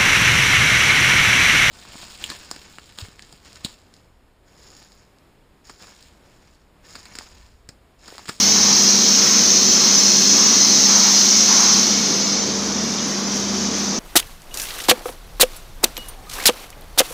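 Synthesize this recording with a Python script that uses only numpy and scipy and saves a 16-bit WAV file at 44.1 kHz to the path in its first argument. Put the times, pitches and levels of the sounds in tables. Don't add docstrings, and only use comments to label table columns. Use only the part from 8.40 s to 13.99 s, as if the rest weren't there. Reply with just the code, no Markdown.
import sys
import numpy as np
from scipy import signal
from scipy.fft import rfft, irfft
from scipy.io import wavfile
from scipy.ndimage import map_coordinates

SR = 44100
rng = np.random.default_rng(int(sys.argv[2]) if len(sys.argv) > 2 else 0)


def dump(signal):
    limited = np.clip(np.atleast_2d(signal).T, -1, 1)
    pcm = np.round(limited * 32767).astype(np.int16)
    wavfile.write(sys.argv[1], SR, pcm)


def linear_from_db(decibels):
    return 10 ** (np.asarray(decibels, float) / 20)


N = 246517
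T = np.arange(N) / SR
FRAME = 512
BAND_TOP_HZ, PATCH_OFFSET = 15510, 646
FULL_FLOW_DB = -11

# (time [s], level [dB])
GAS_FLOW = [(0, -14), (.3, -13), (.9, -13), (1.8, -12.5), (2.3, -12.5), (2.7, -12), (3.05, -13),
            (3.33, -12.5), (3.5, -17.5), (3.62, -20), (3.8, -22), (4, -19.5), (4.15, -25), (4.3, -40)]
# (frequency [Hz], level [dB])
JET_CORE_COLOUR = [(2500, -20), (3300, -25), (3750, -14), (4200, -6.5), (4600, -7.5), (4820, -9),
                   (5020, -3), (5700, 0.5), (6200, 1.5), (6480, 0), (6750, -8.5), (7300, -16),
                   (8150, -26.5), (9500, -50)]
# (frequency [Hz], level [dB])
JET_EDGE_COLOUR = [(6500, -7), (8200, -15), (8700, 2), (8900, -2), (9450, 0), (10100, -4), (11000, -4),
                   (12000, -5.5), (12900, -3), (13600, -4), (14200, 2.5), (14750, -7), (15250, 3.5),
                   (15600, -1)]
# (frequency [Hz], level [dB])
JET_ROAR_COLOUR = [(350, -5), (700, -4), (1200, -2), (1550, -3.5), (2250, 0.5), (2700, -3), (3300, 3.5),
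                   (4000, -5), (4800, -35)]
# (frequency [Hz], level [dB])
LEAK_BODY_COLOUR = [(880, -18), (1500, -15.5), (1850, -12), (2040, -10), (2650, -11.5), (3530, -7),
                    (4100, -6.5), (4380, -4), (4790, -2.5), (6090, 4), (6570, -1), (8100, -22.5),
                    (9000, -27.5), (11700, -41), (19800, -120)]
# (frequency [Hz], level [dB])
LEAK_EDGE_COLOUR = [(4470, -40), (7600, -5.5), (8140, -12.5), (8980, -8), (11600, -12.5), (13000, -12),
                    (13600, -16), (15500, -15)]
# (time [s], rise of the top edge [dB])
LEAK_GUSTS = [
    (4.26, 3),
    (4.47, 1.5),
    (4.72, 3),
    (4.96, 6),
    (5.2, 2),
    (5.4, 4.5),
]
# (frequency [Hz], width [Hz], level [dB])
LEAK_WHISTLES = [(12550, 70, -65.5), (9700, 80, -73), (15050, 120, -75)]
# (start [s], length [s], level [dB], tilt [dB per octave])
FILE_STROKES = [
    (0.145, 0.27, -33, -6.5),
    (0.764, 0.27, -30.5, 4.5),
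    (1.337, 0.26, -32, -2.5),
    (1.927, 0.32, -32.5, -3.5),
    (2.484, 0.23, -28.5, -4.5),
    (3.07, 0.3, -28, -4.5),
]
# (frequency [Hz], level [dB])
WORKPIECE_COLOUR = [(550, -28), (800, -6.5), (1050, -2), (1350, -4), (1550, -8), (1850, -6), (2300, -6.5),
                    (2750, -12), (3600, -17)]
# (time [s], level [dB], pitch [Hz])
SCUFFS = [
    (4.58, -31, 3300),
    (4.65, -37, 3300),
    (4.718, -36, 1900),
]
# (frequency [Hz], level [dB], wander [dB], wander rate [per s])
HUM_LINES = [(99.9, -57, 1.5, .5), (157.5, -51, 3, 1.5), (192.3, -44, 1.5, .6), (199.8, -30.5, .9, .8),
             (216.5, -43.5, 3.5, 3), (227.6, -36.5, 2.5, 2.5), (261.5, -46, 4, 4), (272, -48, 4, 4),
             (283.5, -48, 3.5, 2.5), (299.7, -48, 2, 1), (329, -51, 3, 2), (454.6, -46, 2.2, 1.2),
             (1134, -52, 3, 3)]
# (time [s], half length [s], rise [dB])
FAN_RISES = [
    (.56, 0.22, 10.5),
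    (1.25, 0.3, 12),
    (1.93, .2, 8.5),
    (2.35, 0.08, 3),
    (2.93, 0.14, 10),
    (5.17, .15, 9.5),
]
# (frequency [Hz], level [dB])
RUMBLE_COLOUR = [(12, -57), (20, -22.5), (43, -27.5), (76, -31.5), (128, -17.5), (167, -12.5), (185, -10),
                 (204, -6), (255, -8), (382, -11.5), (596, -14.5), (659, -14), (744, -16), (1180, -16.5),
                 (2500, -27), (3250, -56), (5500, -120)]
# (time [s], half length [s], change [dB])
BASS_SWELLS = [
    (.85, 0.04, 2),
    (1.25, 0.38, 2),
    (1.85, 0.42, 1.5),
    (2.8, 0.28, -3),
    (3.7, 0.13, 4),
    (4.1, 0.074, 2.5),
]
# (delay [s], level [dB])
NEAR_ECHOES = [(.0013, -17), (.0021, -16), (.0037, -16), (.0059, -18), (.0083, -20)]
# (time [s], low edge [Hz], high edge [Hz])
SIDE_PATCHES = [(0.108, 4650, 6220), (0.317, 10290, 11760), (1.292, 5100, 10500), (1.385, 7710, 13160),
                (1.57, 4160, 5770), (1.594, 5120, 7670), (2.058, 4260, 6330), (2.058, 8940, 13180),
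                (3.312, 6980, 13760), (3.846, 4590, 6290), (4.008, 5680, 6980), (4.635, 4180, 5750),
                (4.868, 4610, 9000), (5.518, 10420, 11690)]


def torch():
    core_db, = in_time(GAS_FLOW)
    lost_db = FULL_FLOW_DB - core_db
    shut = np.clip((4.3 - T) / 0.46, 0, 1)

    core = turbulence(JET_CORE_COLOUR, common_db=0.25, patchy_db=0.55, rate=10)
    core = lift(core, 2300, 5300, np.minimum(0.3 * lost_db, 7))

    edge_db = -25 + lingering(core_db, lag_s=0.11) - core_db
    edge = turbulence(JET_EDGE_COLOUR, common_db=-0.1, patchy_db=1.2, rate=9)
    edge = linear_from_db(edge_db) * shut ** 2.5 * edge
    beam_db = 1.5 - 1.1 * T - 0.3 * np.maximum(lost_db, 0)
    edge = lift(edge, 13000, 16000, beam_db)

    roar_db = -16 + lingering(core_db, lag_s=0.29) - core_db
    roar = linear_from_db(roar_db) * turbulence(JET_ROAR_COLOUR, common_db=0.2, patchy_db=0.55, rate=7)
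    return shut * linear_from_db(core_db - 1.36) * (core + edge + roar)


def air_leak():
    gust_db = bumps([(s, 0.06, db) for s, db in LEAK_GUSTS])
    level_db = -25.5 + 0.17 * gust_db
    edge_db = -31 + gust_db
    hiss = turbulence(LEAK_BODY_COLOUR, common_db=0.25, patchy_db=0.5, rate=12)
    edge = linear_from_db(edge_db + 4.2) * turbulence(LEAK_EDGE_COLOUR, common_db=0.0, patchy_db=2.0, rate=14)
    out = linear_from_db(level_db) * (hiss + edge)
    for hz, width, db in LEAK_WHISTLES:
        band = [(hz - 3 * width, -25), (hz, 0), (hz + 3 * width, -25)]
        out += linear_from_db(db) * rms_one(colour(rng.standard_normal(N), band))
    return out


def knocks():
    t, out = np.arange(2048) / SR, np.zeros(N)
    for s, db, hz in SCUFFS:
        band = [(hz / 1.6, -14), (hz, 0), (hz * 1.6, -14)]
        burst = rms_one(colour(rng.standard_normal(2048), band))
        rise = np.clip(t / 0.004, 0, 1)
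        fall_db = -60 * np.maximum(t - 0.014, 0) / 0.064
        out[round(s * SR):][:2048] += linear_from_db(db + fall_db) * rise * burst
    return out


def filing():
    out = np.zeros(N)
    for start, length, db, tilt_db in FILE_STROKES:
        rise = np.clip((T - start) / 0.016, 0, 1)
        tail_db = -60 * np.maximum(T - start - 0.7 * length, 0)
        rasp = rms_one(colour(rng.standard_normal(N), WORKPIECE_COLOUR, tilt_db))
        out += linear_from_db(db + tail_db) * rise * rasp
    return out


def slow_motors():
    load = 2 * np.pi * (T + 0.17) / 5.4
    level_db = -54 + 3.5 * np.cos(load)
    beat = 2 * np.cos(np.pi * 1.0 * (T - 0.22 + 0.069 * np.sin(load)))
    return np.sqrt(2) * linear_from_db(level_db) * beat * np.sin(2 * np.pi * 78.2 * T)


def machine_hum():
    out = slow_motors()
    fan_phase = 2 * np.pi * 375.7 * T + drift(1.7)[0]
    out += np.sqrt(2) * linear_from_db(-46.5 + bumps(FAN_RISES)) * np.sin(fan_phase)
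    for hz, db, wander_db, rate in HUM_LINES:
        level, waver = drift(rate, count=2)
        phase = 2 * np.pi * hz * T + 0.4 * wander_db * waver + 7 * rng.random()
        out += np.sqrt(2) * linear_from_db(db + wander_db * level) * np.sin(phase)
    return out


def hall_rumble():
    rumble = turbulence(RUMBLE_COLOUR, common_db=0.2, patchy_db=0.5, rate=6)
    return linear_from_db(-30.5) * lift(rumble, 90, 520, 1.04 + bumps(BASS_SWELLS))


def near_echoes(x):
    at = np.arange(N)
    sway_s = 0.00015 * drift(0.52, count=len(NEAR_ECHOES))
    out = x.copy()
    for (delay_s, db), sway in zip(NEAR_ECHOES, sway_s):
        out += linear_from_db(db) * map_coordinates(x, [at - (delay_s + sway) * SR], order=3, mode="grid-wrap")
    return out * np.std(x) / np.std(out)


def turbulence(points, common_db, patchy_db, rate):
    hz, s, cells = signal.stft(rng.standard_normal(N), SR, nperseg=FRAME)
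    zones = common_db * drift(rate) + patchy_db * drift(rate, count=8)
    place = np.interp(np.log(hz + 1), np.log([points[0][0], points[-1][0]]), [0, 7])
    grid = np.meshgrid(place, np.minimum(s * SR, N - 1), indexing="ij")
    cells = cells * linear_from_db(map_coordinates(zones, grid, order=1))
    noise = signal.istft(cells, SR, nperseg=FRAME)[1][:N]
    return rms_one(colour(noise, points))


def colour(x, points, tilt_db=0):
    hz = np.maximum(np.fft.rfftfreq(len(x), 1 / SR), 1)
    at, level_db = np.transpose(points)
    gain_db = np.interp(np.log(hz), np.log(at), level_db, -150, -150)
    gain_db = gain_db + tilt_db * np.log2(hz / 1200)
    return irfft(rfft(x) * linear_from_db(gain_db), len(x))


def lift(x, low_hz, high_hz, gain_db):
    return x + (linear_from_db(gain_db) - 1) * colour(x, [(low_hz, 0), (high_hz, 0)])


def lingering(level_db, lag_s):
    r, power = np.exp(-1 / (lag_s * SR)), linear_from_db(2 * level_db)
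    held = signal.lfilter([1 - r], [1, -r], power, zi=[r * linear_from_db(2 * FULL_FLOW_DB)])[0]
    return 10 * np.log10(held)


def bumps(rows):
    t = np.arange(0, N + 64, 64) / SR
    total_db = sum(db * np.exp(-((t - s) / half_s) ** 2) for s, half_s, db in rows)
    return np.interp(T, t, total_db)


def drift(rate, count=1):
    r = np.exp(-128 * np.pi * rate / SR)
    noise = rng.standard_normal((count, N // 64 + 1502))
    slow = signal.lfilter([1], [1, -2 * r, r * r], noise)[:, 1500:]
    slow -= slow.mean(axis=1, keepdims=True)
    return np.array([np.interp(np.arange(N) / 64, np.arange(len(s)), rms_one(s)) for s in slow])


def in_time(rows):
    s, *columns = np.transpose(rows)
    return [np.interp(T, s, c) for c in columns]


def rms_one(x):
    return x / np.sqrt(np.mean(x ** 2) + 1e-20)


def band_patch(x, at, band):
    window = signal.windows.cosine(4 * FRAME)
    first, second = (window * colour(x[at:at + 4 * FRAME], band)).reshape(2, -1)
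    return window * np.concatenate([first - first[::-1], second + second[::-1]])


def scene():
    hisses = near_echoes(torch() + air_leak())
    mono = hisses + hall_rumble() + machine_hum() + filing() + knocks()
    return np.array([mono, mono])


def band_limit(x):
    return signal.sosfilt(signal.butter(12, 16470, fs=SR, output="sos"), x)


def record(dry):
    mid = colour(1.27 * np.tanh(dry[0] / 1.139), [(1, 0), (BAND_TOP_HZ, 0)])
    side = np.zeros(N)
    hop, half_power = 2 * FRAME, np.sqrt(0.5)
    for s, low_hz, high_hz in SIDE_PATCHES:
        at = PATCH_OFFSET + hop * (round((s * SR - PATCH_OFFSET) / hop) - 1)
        band = [(low_hz, 0), (high_hz, 0)]
        side[at:at + 4 * FRAME] += half_power * band_patch(mid, at - 3 * FRAME, band)
        mid[at:at + 4 * FRAME] -= (1 - half_power) * band_patch(mid, at, band)
    return band_limit(np.array([mid + side, mid - side]))


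dry = scene()
out = record(dry)
dump(out)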